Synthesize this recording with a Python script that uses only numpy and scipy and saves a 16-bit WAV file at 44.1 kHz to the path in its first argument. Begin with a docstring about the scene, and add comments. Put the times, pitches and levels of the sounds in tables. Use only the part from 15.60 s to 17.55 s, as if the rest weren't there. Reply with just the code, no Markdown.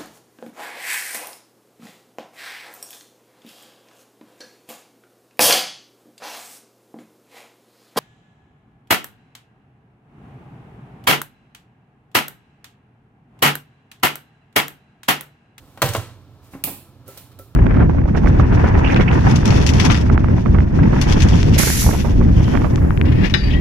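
"""A handset drops onto its cradle

A hard plastic telephone handset lands one end after the other: each impact excites the modes of its
shell, the hook switch clicks, and the telephone's weight sets the workbench booming. A hand bumps a
metal box and snaps a switch on it, then fingers nudge the handset by its cord, ticking and rubbing.
Two microphones just above the bench hear it all in a small live room with a low hum."""
import sys
import numpy as np
from scipy import signal
from scipy.fft import rfft, irfft, next_fast_len
from scipy.io import wavfile

SR = 44100
rng = np.random.default_rng(int(sys.argv[2]) if len(sys.argv) > 2 else 0)


def store_wav(level_fs):
    """Save 16-bit WAV to argv[1]."""
    pcm = np.round(np.clip(np.atleast_2d(level_fs), -1, 1) * 32767)
    wavfile.write(sys.argv[1], SR, pcm.T.astype(np.int16))


N = 85995
T = np.arange(N) / SR
BANDS = 1000 * 2 ** (np.arange(-15, 13) / 3)  # third-octave centres [Hz]
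RIPPLE_DB, RIPPLE_HZ = 2, 69.66  # depth and spacing of the narrow peaks among dense modes
ROOM_BUILD_S = 0.0042  # rise time of the reverberation


def handset():
    """Modal excitation: where plastic strikes plastic decides how strongly each shell mode rings."""
    # impacts on the cradle: (time [s], level [dB], tilt [dB/octave], ring level [dB],
    # place [0 first end, 1 other end])
    knocks = [(0.1747, -45.5, -2, -51, 0.2), (0.2188, -22, 0.94, -31.5, 0.053),
              (.2236, -21, -0.5, -20, 0.16), (.2275, -24, -1, -34.5, 0), (.26, -39, 3.5, -45, 0.46),
              (0.3487, -29.5, -2, -42, 1), (.3512, -29, -2, -25, 0.98), (.359, -35.5, 0, -55, 0.44)]
    # handset and housing: (frequency [Hz], level at first end [dB], at other end [dB], t60 [s])
    shell_modes = [(345, -11, -9, 0.146), (500.4, 4, -9, 0.2), (559, -13, -2.5, 0.089),
                   (575.8, 0.5, -15, .17), (664.5, -6, -3.5, 0.094), (779, 3, -24, 0.21),
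                   (1003, -5, -3.5, 0.11), (1076, -13, -4.5, 0.15), (1334, 0, -7, 0.085),
                   (1543.3, -2.5, -7.5, 0.16), (1898, -3.5, -11, 0.12), (2283, -12, -18, 0.11),
                   (2820, -8.5, -16, 0.17), (3200, 3, -28, 0.064)]
    # spectrum of their dense, fast-dying modes: (frequency [Hz], band level [dB])
    shell_colour = [(40, -32), (200, -10), (350, -7.5), (700, -1.5), (1200, 0), (2000, -3), (3800, -1),
                    (5500, -6), (7300, -3), (10000, -4.5), (15000, -2)]
    bands = noise_bands(RIPPLE_DB)
    times, _, _, ring_db, place = np.transpose(knocks)
    tone = 0
    for hz, first_db, other_db, t60 in shell_modes:
        strike_db = ring_db + place * (other_db - first_db)
        tone = tone + ring(times, strike_db, [(hz, first_db, t60)], spread_db=1)
    return clatter(bands, knocks, shell_colour, t60=0.043, room_db=-14) + in_room(tone)


def hook_switch():
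    """Impact noise: the plungers work the switch, whose brief contacts excite a wide, bright band."""
    # switch contacts: (time [s], level [dB], tilt [dB/octave])
    contacts = [(0.288, -33.5, 1), (0.3353, -34, 1), (0.3646, -38, 2)]
    # click spectrum: (frequency [Hz], band level [dB])
    click_colour = [(300, -33), (1500, -7), (4500, -6), (7500, -2), (10500, -2), (15000, -12)]
    return clatter(noise_bands(RIPPLE_DB), contacts, click_colour, t60=0.09, room_db=-15)


def bench():
    """Forced motion, then free decay: the telephone rocks on soft feet and leaves the bench ringing."""
    # pushes on the bench top: (time [s], level [dB], frequency [Hz])
    thuds = [(0.228, -14, 127), (.283, -18.5, 105.5), (.367, -18.5, 102.5)]
    # low modes of bench and room: (frequency [Hz], level [dB], t60 [s])
    boom_modes = [(46, -23, .35), (91.8, -23.5, 1), (114.2, -13, 0.66), (156.4, -17, 0.35)]
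    peak_s, sharpness = 0.01872, 2.76
    forced = 0
    for start, level_db, hz in thuds:
        age = np.maximum(T - start, 0)
        swell = (age / peak_s * np.exp(1 - age / peak_s)) ** sharpness
        forced = forced + from_db(level_db) * swell * np.sin(2 * np.pi * hz * age)
    times, levels, _ = np.transpose(thuds)
    return forced + ring(times + peak_s, levels, boom_modes, spread_db=4.5)


def box_switch():
    """Heavy damping: the switch's high modes die within milliseconds, heard as a snap to the left."""
    # impacts in the switch: (time [s], level [dB], tilt [dB/octave])
    snaps = [(1.0388, -18.5, 0), (1.0402, -22, 1.5)]
    # snap spectrum: (frequency [Hz], band level [dB])
    snap_colour = [(100, -29), (300, -26), (800, -33), (1500, -29), (2600, -8), (3500, -14), (4400, -11),
                   (6000, -15), (9500, -2.5), (12000, -0.5), (14500, 0.5)]
    # the switch's own ring: (frequency [Hz], level [dB], t60 [s])
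    switch_modes = [(2530, -5, .015), (8300, 3, .004), (9900, 5, .005), (13700, 5, .004)]
    pan_db = 6  # left over right
    bands = noise_bands(RIPPLE_DB)
    times, levels, _ = np.transpose(snaps)
    crack = ring(times, levels, switch_modes, spread_db=2.5) * from_db([[pan_db / 2], [-pan_db / 2]])
    return crack + clatter(bands, snaps, snap_colour, t60=0.021, room_db=-14, pan_db=pan_db)


def box_bumps():
    """Soft impact: a hand excites mainly the low modes of the metal box, so it sounds dull."""
    # touches of the hand, the second a knock against the table: (time [s], level [dB], tilt [dB/octave], ring
    # level [dB])
    bumps = [(.936, -43.5, 4, -37), (.951, -49.5, -1.5, -36.5), (1.045, -43.5, -1, -36),
             (1.0732, -38, -0.5, -30)]
    # bump spectrum: (frequency [Hz], band level [dB])
    box_colour = [(60, -17.5), (110, -16), (170, -4), (270, -2.5), (480, -6), (850, -3), (1500, -8.5),
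                  (2400, -11), (5000, -48), (15000, -34)]
    # resonances of the box: (frequency [Hz], level [dB], t60 [s])
    box_modes = [(169, -0.5, 0.12), (203, -3, 0.082), (273.4, 0.5, 0.15), (817, -12, .2)]
    times, _, _, ring_db = np.transpose(bumps)
    thumps = clatter(noise_bands(), bumps, box_colour, t60=0.11, room_db=-7.5)
    return thumps + in_room(ring(times, ring_db, box_modes, spread_db=1))


def fingers():
    """Resonance: light ticks of fingers and cord wake the hollow note of the resting handset."""
    # light contacts: (time [s], level [dB], tilt [dB/octave], ring level [dB])
    ticks = [(1.479, -63, 4.5, -44), (1.487, -66.5, 4, -39), (1.5742, -41, -1.5, -47),
             (1.717, -50.5, -5.5, -58), (1.789, -54.5, 1.5, -46.5), (1.796, -58, -7, -39)]
    # tick spectrum: (frequency [Hz], band level [dB])
    tick_colour = [(200, -33), (1000, -26), (2500, -8), (4200, -2.5), (6000, -5), (10000, 3.5),
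                   (15000, 4.5)]
    # resonances of the resting handset: (frequency [Hz], level [dB], t60 [s])
    hollow_modes = [(397.6, -7, 0.21), (533, 0, 0.1), (563, -8.5, 0.1), (1333, -5, 0.17)]
    times, _, _, ring_db = np.transpose(ticks)
    ticking = clatter(noise_bands(RIPPLE_DB), ticks, tick_colour, t60=0.066, room_db=-9.5)
    return ticking + ring(times, ring_db, hollow_modes, spread_db=0.5)


def rubbing():
    """Sliding friction: skin and cord make grainy noise that swells, holds and dies away."""
    # slides: (start [s], length [s], level [dB])
    rubs = [(-.05, 0.45, -70), (0.817, 0.05, -66), (0.905, 0.039, -62), (1.455, 0.13, -59),
            (1.785, 0.028, -68.5)]
    # friction spectrum: (frequency [Hz], band level [dB])
    rub_colour = [(200, -13.5), (700, -4.5), (2000, -5), (4200, -4), (6500, -2.5), (10000, 0),
                  (15000, -1.5)]
    rise_s, release_t60_s, grain_db, grain_hz = 0.027, 0.42, 0.5, 310
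    envelope = 0
    for start, length, db in rubs:
        attack = np.clip((T - start) / rise_s, 0, 1)
        release = from_db(-60 * np.maximum(T - start - length, 0) / release_t60_s)
        envelope = envelope + from_db(db) * attack * release
    grain = from_db(grain_db * random_curve(T * grain_hz))
    return envelope * grain * steady_noise(rub_colour)


def background():
    """Superposition: the steady tones of a hum lie over the continuous spectrum of the room air."""
    # hum tones: (frequency [Hz], level [dB])
    hum_tones = [(92, -55.5), (119, -53.5), (259, -66), (288, -65), (1324, -73.5)]
    # room air: (frequency [Hz], band level [dB])
    air_colour = [(30, -83), (48, -62), (70, -62), (110, -50.5), (180, -62.5), (280, -63), (500, -66.5),
                  (1200, -67.5), (2000, -76), (4000, -72.5), (7000, -79), (15000, -79)]
    hum = sum(from_db(db) * np.sin(2 * np.pi * (hz * T + rng.random())) for hz, db in hum_tones)
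    return np.sqrt(2) * hum + steady_noise(air_colour)


def ring(times, levels, modes, spread_db):
    """Damped oscillators: each contact starts a decaying sine in every mode, varying in strength."""
    out = 0
    for hz, db, t60 in modes:
        radius, angle = from_db(-60 / (t60 * SR)), 2 * np.pi * hz / SR
        blows = impulses(times, from_db(levels + db + spread_db * rng.standard_normal(len(times))))
        feedback = [1, -2 * radius * np.cos(angle), radius ** 2]
        out = out + signal.lfilter([0, np.sin(angle)], feedback, blows + 1e-18)
    return out


def clatter(bands, hits, colour, t60, room_db, pan_db=0):
    """Modal overlap: dense modes merge into decaying noise, and the room answers band by band."""
    # reverberation time of the room: (frequency [Hz], t60 [s])
    room_t60 = [(100, 0.61), (500, 0.37), (4000, 0.48), (10000, 0.41), (15000, 0.33)]
    times, levels, tilts = np.transpose(hits)[:3]
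    out, side_power = 0, from_db([[pan_db], [-pan_db]])
    for hz, noise in zip(BANDS, bands):
        ratio = hz / 1500  # tilt and t60 refer to 1500 Hz
        band_db = levels + at_hz(colour, hz) + tilts * np.log2(ratio)
        power = impulses(times, from_db(band_db) ** 2)
        direct = fade(power, t60 / ratio ** 0.19)  # higher modes die sooner
        room = from_db(room_db) ** 2 * soften(fade(power, at_hz(room_t60, hz)), ROOM_BUILD_S)
        out = out + noise * np.sqrt(direct * side_power + room)
    return out


def in_room(x, t60=0.46, room_db=-10):
    """Reverberation: convolution with decaying noise adds the scattered echoes of the walls."""
    noise = sum(np.sqrt(hz) * band for hz, band in zip(BANDS, noise_bands()))
    tail = noise * from_db(-60 * T / t60) * (1 - np.exp(-T / ROOM_BUILD_S))
    tail /= np.sqrt(np.sum(tail ** 2) / 2)
    echoes = signal.fftconvolve(x[None], tail, axes=1)[:, :N]
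    return x + from_db(room_db) * echoes


def noise_bands(ripple_db=0):
    """Diffuse-field coherence: third octaves of unit-rms noise, alike left and right in the bass."""
    # likeness of left and right: (frequency [Hz], correlation [0 to 1])
    likeness = [(40, .8), (100, .97), (700, .97), (1400, .88), (2800, .5), (5000, .1), (15000, 0)]
    size = next_fast_len(N)
    hz = np.arange(size // 2 + 1) * SR / size
    ripple = from_db(ripple_db * random_curve(hz / RIPPLE_HZ))
    spectrum = rfft(rng.standard_normal((2, size))) * ripple
    bands = []
    for centre in BANDS:
        in_band = abs(np.log2((hz + 1) / centre)) < 1 / 6
        mid, side = irfft(spectrum * in_band, size)[:, :N]
        alike = at_hz(likeness, centre)
        pair = np.sqrt(1 + alike) * mid + np.sqrt(1 - alike) * side * [[1], [-1]]
        bands.append(pair / pair.std())
    return bands


def steady_noise(colour):
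    """Spectral shaping: weighted noise bands add up to the given spectrum."""
    return sum(from_db(at_hz(colour, hz)) * noise for hz, noise in zip(BANDS, noise_bands()))


def random_curve(position):
    """Linear interpolation between Gaussian values one unit apart."""
    knots = rng.standard_normal(2000)
    return np.interp(position, np.arange(len(knots)), knots)


def impulses(times, sizes):
    """Ideal impacts: one impulse for each contact."""
    out = np.zeros(N)
    np.add.at(out, np.clip((np.asarray(times) * SR).astype(int), 0, N - 1), sizes)
    return out


def fade(power, t60):
    """Exponential decay: power falls by 60 dB in t60 seconds."""
    return signal.lfilter([1], [1, -from_db(-120 / (t60 * SR))], power + 1e-18)


def soften(x, seconds):
    """First-order lag with the given time constant."""
    pole = np.exp(-1 / (seconds * SR))
    return signal.lfilter([1 - pole], [1, -pole], x + 1e-18)


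def from_db(db):
    """Decibels to amplitude ratio."""
    return 10 ** (np.asarray(db) / 20)


def at_hz(points, hz, column=1):
    """Interpolation of a table column on a log-frequency axis."""
    table = np.array(points)
    return np.interp(np.log(hz + 1), np.log(table[:, 0]), table[:, column])


def scene():
    """Superposition: the pressures of all sources add."""
    telephone = handset() + hook_switch() + bench()
    return telephone + box_switch() + box_bumps() + fingers() + rubbing() + background()


def record(dry):
    """Frequency response: each microphone colours the sound, the right lags; rumble and top are cut."""
    # microphone responses: (frequency [Hz], left gain [dB], right gain [dB])
    mics = [(113, -6, 0.5), (324, 1, 0.5), (9400, 0, 0.5), (10500, -0.5, -0.5), (14450, -11.5, 9),
            (16400, 0, -2.5)]
    right_lag_s, low_cut_hz, high_cut_hz = 0.00007, 39, 16000
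    size = next_fast_len(N + SR // 10)
    hz = np.arange(size // 2 + 1) * SR / size
    left = from_db(at_hz(mics, hz, column=1))
    right = from_db(at_hz(mics, hz, column=2)) * np.exp(-2j * np.pi * hz * right_lag_s)
    heard = irfft(rfft(dry, size) * np.array([left, right]), size)[:, :N]
    heard = signal.sosfilt(signal.butter(2, low_cut_hz, "high", fs=SR, output="sos"), heard)
    return signal.sosfilt(signal.ellip(12, .2, 100, high_cut_hz, fs=SR, output="sos"), heard)


dry = scene()
out = record(dry)
store_wav(out)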